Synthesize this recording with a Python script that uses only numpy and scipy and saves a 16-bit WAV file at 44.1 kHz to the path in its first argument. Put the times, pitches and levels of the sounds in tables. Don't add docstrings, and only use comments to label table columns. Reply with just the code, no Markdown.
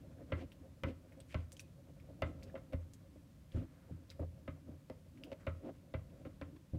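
import sys
import numpy as np
from scipy import signal
from scipy.fft import rfft, irfft, next_fast_len
from scipy.io import wavfile
from scipy.ndimage import map_coordinates

SR = 44100
rng = np.random.default_rng(int(sys.argv[2]) if len(sys.argv) > 2 else 0)


def transcribe(u):
    v = np.clip(np.atleast_2d(u).T, -1, 1)
    q = np.round(v * 32767).astype(np.int16)
    wavfile.write(sys.argv[1], SR, q)


def boost_factor(decibels):
    exponent = np.asarray(decibels, float) / 20
    return 10 ** exponent


N = 298998

# f/Hz, level per Hz/dB
AIR_SPECTRUM = [(15, -14), (25, -14.5), (75, -7), (140, 2), (199, -6.5), (283, -13.5), (435, -23.5),
                (540, -29.5), (950, -23), (1060, -23.5), (1150, -25), (14400, -36.5), (15700, -38.5)]
# f/Hz, t60/s
ROOM_DECAY = [(200, 0.49), (2000, 0.31), (10000, 0.12)]

# f/Hz, level/dB, t60/s
WALL_MODES = [(1050, -2, .12), (1138, -3, .09), (1290, -3, .13), (1357, -1, .11), (1480, -5, .1),
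              (1600, -6, .1), (1800, -6, .07), (1997, -3, .085), (2065, -2, .085), (2250, -3, .07),
              (2430, -3, .06), (2690, -4, .045), (2900, -4, .045), (3150, -6, .03), (3600, -9, .03),
              (4300, -18, .02)]
RIM_MODES = [(399, -10, 0.1), (440, -12.5, 0.064), (540.9, 1, 0.059), (570.5, -2, 0.05), (616, -5.5, 0.079),
             (764, -19, 0.054), (868, -22.5, 0.1)]
BASE_MODES = [(252.8, 1.5, 0.087), (283.7, 5, 0.12), (331.3, -3.5, 0.074)]
TABLE_MODES = [(47.8, -12, 0.19), (86.3, -2, 0.29), (107.1, -4.5, 0.23), (160.7, -7.5, 0.17)]
TABLE_SIGNS = [-1, 1, 1, -1]

# f/Hz, level per Hz/dB
HISS_SPECTRUM = [(700, -23), (1100, 9), (2500, 1), (4000, -9.5), (8000, -7), (15000, -70)]
# f/Hz, level per Hz/dB
TICK_SPECTRUM = [(700, 22.5), (1100, 10.5), (2500, 9.5), (5000, 0), (9000, -25), (15000, -24)]

# t/s, peak level/dB, f/Hz, life/cycles
POPS = [(.8868, -48.5, 2730, 16), (1.203, -52, 8230, 130), (1.52, -38.5, 6650, 1.6),
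        (1.5285, -45.5, 8200, 29), (1.568, -50, 3140, 21), (2.4988, -58, 1720, 25),
        (2.936, -42.5, 6860, 2.4), (4.0955, -56, 4060, 5.2), (4.102, -45.5, 4900, 27),
        (5.2366, -40, 2850, 12), (5.2364, -48.5, 4840, 27)]
# t/s, peak level/dB, f/Hz, life/cycles
TEARS = [(0.519, -51, 2780, 8.8), (1.1222, -56.5, 2140, 8.4), (1.2026, -51, 3300, 3.2),
         (1.5677, -52.5, 6500, 7.3), (1.5952, -45, 2530, 32), (1.5948, -44.5, 5820, 43),
         (1.6, -47, 8250, 7.8), (2.0001, -58.5, 2320, 12), (2.426, -53.5, 2350, 11),
         (2.432, -49, 4700, 6.2), (2.725, -53.5, 2330, 2.8), (3.5195, -57.5, 3440, 25),
         (3.5207, -62, 2400, 14), (4.196, -57, 1250, 6.8), (4.102, -47, 3930, 38),
         (4.115, -52.5, 2160, 5.7), (5.175, -58.5, 2250, 12)]

# t/s, drag level/dB
DRAG = [(0.0, -56), (0.24, -62.5), (0.34, -61), (0.85, -67), (0.94, -64.5), (1.87, -65.5), (2.32, -57),
        (2.55, -61.5), (3.59, -69), (4.51, -62.5), (4.95, -71), (5.23, -64), (5.34, -64.5), (5.59, -65.5),
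        (5.76, -64), (5.95, -67.5), (6.18, -59.5), (6.78, -72.5)]
# middle t/s, half length/s, base level/dB, rim over base/dB, grit over base/dB
LOW_SCRAPES = [(0.21, 0.036, -61.5, -2, -14), (0.357, 0.042, -58, -18, -7), (0.63, 0.05, -72, 0.5, -12),
               (1.12, 0.093, -70, -3, -10.5), (1.89, 0.025, -71, 1.5, -15), (2.1, 0.0096, -64.5, 6, -19),
               (2.578, 0.01, -70.5, 15, 5.5), (2.736, 0.0091, -56, 6.5, -11), (3.569, 0.023, -53, -2, -14),
               (3.615, 0.032, -49, -13.5, -26), (3.77, 0.22, -83, 1, 4), (3.927, 0.023, -74, -2, -10),
               (4.709, 0.038, -59, -4, -24), (5.18, 0.05, -62, -10.5, -31), (5.427, 0.036, -75.5, -4, 3.5),
               (6.535, 0.053, -59.5, -23, -33)]
HIGH_SCRAPES = [(0.409, 0.035, -50, -5.5, -15), (0.885, 0.037, -45.5, -7, -21),
                (1.319, 0.023, -85.5, 1.1, 23), (1.391, 0.03, -71, 4, 1), (2.287, 0.027, -51.5, -20, -23),
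                (2.486, 0.023, -67.5, 3, -7.5), (3.575, 0.056, -86, 1.1, 15.5),
                (4.226, 0.022, -50, 0.5, -33), (5.27, 0.034, -58.5, -7.5, -31),
                (5.33, 0.0063, -72.5, 18, 12.5), (5.668, 0.038, -48, -1.9, -26.5),
                (6.266, 0.011, -53, -0.5, -19), (6.754, 0.013, -46, -12, -29)]
WIPES = [
    (1.314, 0.055, -91, 4.8, 13),
    (3.58, 0.06, -92, 1.1, 8),
]

# t/s, table level/dB, base level/dB, rim level/dB
SHOVES = [
    (2.54, -52, -57, -40),
    (3.157, -46, -56, -56),
    (3.546, -25, -49.5, -62),
    (3.574, -31, -43.5, -70),
    (3.909, -34.5, -51, -64),
    (3.942, -45, -58.5, -75),
    (4.219, -41, -64, -52),
    (4.69, -42.5, -47.5, -60),
    (6.733, -26.5, -50.5, -50),
    (6.766, -40, -56, -53),
]
# t/s, rim level/dB, bare wall over rim/dB, weight on the table/dB, tick over wall/dB
KNOCKS = [(0.32, -37.5, 4.5, -1.5, -29), (0.8355, -42, 8.5, 2, -19), (1.3437, -43.5, 5.5, 5, -16),
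          (2.221, -37, 6.5, -3, -20), (2.5521, -46, -0.5, -17, -25), (2.7327, -45, -2.3, 5.5, -14.5),
          (4.1935, -43.5, -20, 0.5, -35), (4.4773, -46, 6, 0.5, -28), (4.8994, -45.5, -8, -11.5, -8.5),
          (5.3169, -45.5, -6, -19, -9), (5.4674, -38, 2.3, -3, -30), (5.939, -42, 3.5, 1, -24),
          (6.251, -56.5, 7, 4.5, -25), (6.4133, -47.5, 5, -2.5, -18.5)]


def unit(x):
    return x / np.sqrt(np.mean(x ** 2) + 1e-20)


def along(points, hz):
    f, value = np.transpose(points)
    return np.interp(np.log(hz + 1), np.log(f + 1), value)


def filtered(x, response):
    size = next_fast_len(len(x) + 8192)
    hz = np.fft.rfftfreq(size, 1 / SR)
    return irfft(rfft(x, size) * response(hz), size)[:len(x)]


def coloured(n, spectrum):
    return unit(filtered(rng.standard_normal(n), lambda hz: boost_factor(along(spectrum, hz))))


def decay(t, t60):
    return boost_factor(-60 * t / t60)


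def onset(t, rise):
    return 1 - np.exp(-t / rise)


def add(track, s, sound):
    track[round(s * SR):][:len(sound)] += sound


def stick_slip(rate, depth_db):
    knots = rng.standard_normal(round(N / SR * 400))
    strength_db = depth_db * map_coordinates(knots, [np.arange(N) * rate / SR])
    return boost_factor(strength_db) * rng.standard_normal(N)


def grit(hz):
    chance, size = rng.random(N), rng.standard_normal(N)
    slips = (chance < 2500 / SR) * size + 0.08 * size
    width = hz / 1.16
    return filtered(slips, lambda f: (1j * f * width / (hz * hz - f * f + 1j * f * width)) ** 2)


def driven(force, modes, damping):
    def response(f):
        total = 0
        for k, (centre, db, t60) in enumerate(modes):
            loss = 1j * f * damping * np.log(1000) / np.pi / t60
            total = total + (-1) ** k * boost_factor(db) * loss / (centre * centre - f * f + loss)
        return total / (1 + 1j * f / (2.86 * modes[-1][0])) ** 2
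    return unit(filtered(force, response))


def struck(modes, lag, rise, uneven_db, sign=1, wander=0, detune=0.021):
    hz, db, t60 = np.transpose(modes)[:, :, None]
    luck = rng.standard_normal((3, len(modes), 1))
    t = np.clip(np.arange(SR // 3) / SR - lag, 0, None)
    fade = boost_factor(db + uneven_db * luck[0]) * decay(t, t60 * np.exp(0.12 * luck[2]))
    drift = 0
    if wander:
        drift = wander * np.cumsum(rng.standard_normal((len(modes), len(t))), axis=1)
    tones = np.sin(2 * np.pi * hz * (1 + detune * luck[1]) * t + drift)
    ring = np.reshape(sign, (-1, 1)) * fade * tones
    blow = ring.sum(axis=0) * onset(t, rise)
    return blow / np.abs(blow).max()


def quiet_air():
    return boost_factor(-66.5) * coloured(N, AIR_SPECTRUM)


def room(x):
    hz, t, z = signal.stft(rng.standard_normal(SR // 2), SR, nperseg=256)
    t60 = along(ROOM_DECAY, hz)[:, None]
    tail = signal.istft(z * decay(t, t60), SR, nperseg=256)[1]
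    return signal.fftconvolve(np.pad(x, (220, 0)), tail / np.linalg.norm(tail))[:N]


def snap(hz, cycles, crackle_db, crackle_t60):
    t = np.arange(SR // 8) / SR
    ping = np.sin(2 * np.pi * hz * t) * decay(t, cycles / hz) * onset(t, 0.57 / hz)
    film = [(hz / 13.0, -30), (hz / 1.1, -3), (hz, 0), (hz * 1.2, -4), (hz * 2.7, -17)]
    crackle = coloured(len(t), film) * decay(t, crackle_t60) * onset(t, 0.0036)
    return ping / ping.max() + boost_factor(crackle_db) * crackle


def air_pockets():
    out = np.zeros(N + SR)
    for s, db, hz, cycles in POPS:
        add(out, s, boost_factor(db) * snap(hz, cycles, crackle_db=-15.5, crackle_t60=0.059))
    for s, db, hz, cycles in TEARS:
        add(out, s, boost_factor(db) * snap(hz, cycles, crackle_db=-6, crackle_t60=0.05))
    return out[:N]


def shoves():
    out = np.zeros(N + SR)
    for s, table_db, base_db, rim_db in SHOVES:
        add(out, s, boost_factor(rim_db - 0.5) * struck(RIM_MODES, lag=0.0022, rise=0.002, uneven_db=1.5))
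        add(out, s, boost_factor(base_db + 4) * struck(BASE_MODES, lag=0.001, rise=0.005, uneven_db=3))
        table = struck(TABLE_MODES, lag=0.0019, rise=0.0041, uneven_db=4.0, sign=-1)
        add(out, s, boost_factor(table_db - 5.0) * table)
    return out[:N]


def knocks():
    out, t = np.zeros(N + SR), np.arange(SR // 4) / SR

    def soften(hz):
        bend = hz / 4120
        return 1 / (1 + 1j * bend * 1.28 - bend ** 2) ** 2

    for s, rim_db, bare_db, weight_db, tick_db in KNOCKS:
        wall_db, table_db = rim_db + bare_db, rim_db + weight_db
        base_db = -46 + 0.2 * (rim_db + 36) + 0.26 * weight_db
        tick = coloured(len(t), TICK_SPECTRUM) * decay(t, 0.021)
        rattle = driven(rng.standard_normal(len(t)) ** 3, WALL_MODES, damping=3.5)
        rattle = rattle * decay(t, 0.13) * onset(t, 0.00044)
        wall = struck(WALL_MODES, lag=0.0003, rise=0.0008, uneven_db=2, wander=0.08, detune=0.008)
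        rim = struck(RIM_MODES, lag=0.0012, rise=0.003, uneven_db=1.5)
        base = struck(BASE_MODES, lag=0.0042, rise=0.0022, uneven_db=4.0)
        table = struck(TABLE_MODES, lag=0.0085, rise=0.004, uneven_db=1.2, sign=TABLE_SIGNS)
        add(out, s, boost_factor(wall_db + tick_db + 16.5) * tick)
        add(out, s, boost_factor(wall_db - 21.5) * rattle)
        add(out, s, boost_factor(wall_db - 2.5) * filtered(wall, soften))
        add(out, s, boost_factor(rim_db + 4.5) * rim)
        add(out, s, boost_factor(base_db + 7.0) * base)
        add(out, s, boost_factor(table_db + 9) * table)
    return out[:N]


def scrapes(base, rim, wet):
    out, t = np.zeros(N), np.arange(N) / SR
    for rows, grit_hz in ((LOW_SCRAPES, 1370), (HIGH_SCRAPES, 2250), (WIPES, 7000)):
        rasp = unit(grit(grit_hz)) + 0.1 * wet
        for middle, half, base_db, rim_db, grit_db in rows:
            start = max(round((middle - 3 * half) * SR), 0)
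            near = slice(start, round((middle + 3 * half) * SR))
            swell = np.exp(-np.abs((t[near] - middle) / half) ** 2.46)
            for over_db, source in ((0, base), (rim_db, rim), (grit_db, rasp)):
                part = source[near]
                loudness = np.sqrt(np.average(part ** 2, weights=swell))
                out[near] += boost_factor(base_db + over_db) * swell * part / loudness
    return out


def stirring():
    t = np.arange(N) / SR
    drag_db = np.interp(t, *np.transpose(DRAG))
    drag_db = drag_db - drag_db.mean()
    rumble = boost_factor(-59.5 + 0.69 * drag_db)
    hum = boost_factor(-62 + 1.04 * drag_db)
    hiss = boost_factor(-85 + drag_db)
    for s, rim_db, bare_db, *_ in KNOCKS:
        since = np.clip(t - s, 0, None)
        hiss = hiss + boost_factor(rim_db + bare_db - 38) * decay(since, 0.38) * onset(since, 0.027)
    table = driven(stick_slip(rate=14, depth_db=0.0), TABLE_MODES, damping=3.44)
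    base = driven(stick_slip(rate=30, depth_db=1.5), BASE_MODES, damping=1.45)
    rim = driven(stick_slip(rate=40, depth_db=4.0), RIM_MODES, damping=1.39)
    wall = driven(stick_slip(rate=69, depth_db=9.0), WALL_MODES, damping=12.0)
    film = stick_slip(rate=39, depth_db=6.0)
    wet = unit(filtered(film, lambda hz: boost_factor(along(HISS_SPECTRUM, hz))))
    bowl = 0.45 * base + 0.33 * rim
    paste = 0.69 * wet + 0.5 * wall
    return rumble * table + hum * bowl + hiss * paste + scrapes(base, rim, wet)


def scene():
    blows, snaps = knocks() + shoves(), air_pockets()
    answer = room(boost_factor(-15.5) * blows + boost_factor(-15) * snaps)
    return (quiet_air() + answer + snaps + blows + stirring())[None]


def top_cut(x):
    return signal.sosfilt(signal.butter(12, 15810, fs=SR, output="sos"), x)


def record(dry):
    thin = filtered(dry[0], lambda hz: (hz < 15800) / (1 + (38 / (hz + 1)) ** 8))[None]
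    return top_cut(thin)


dry = scene()
out = record(dry)
transcribe(out)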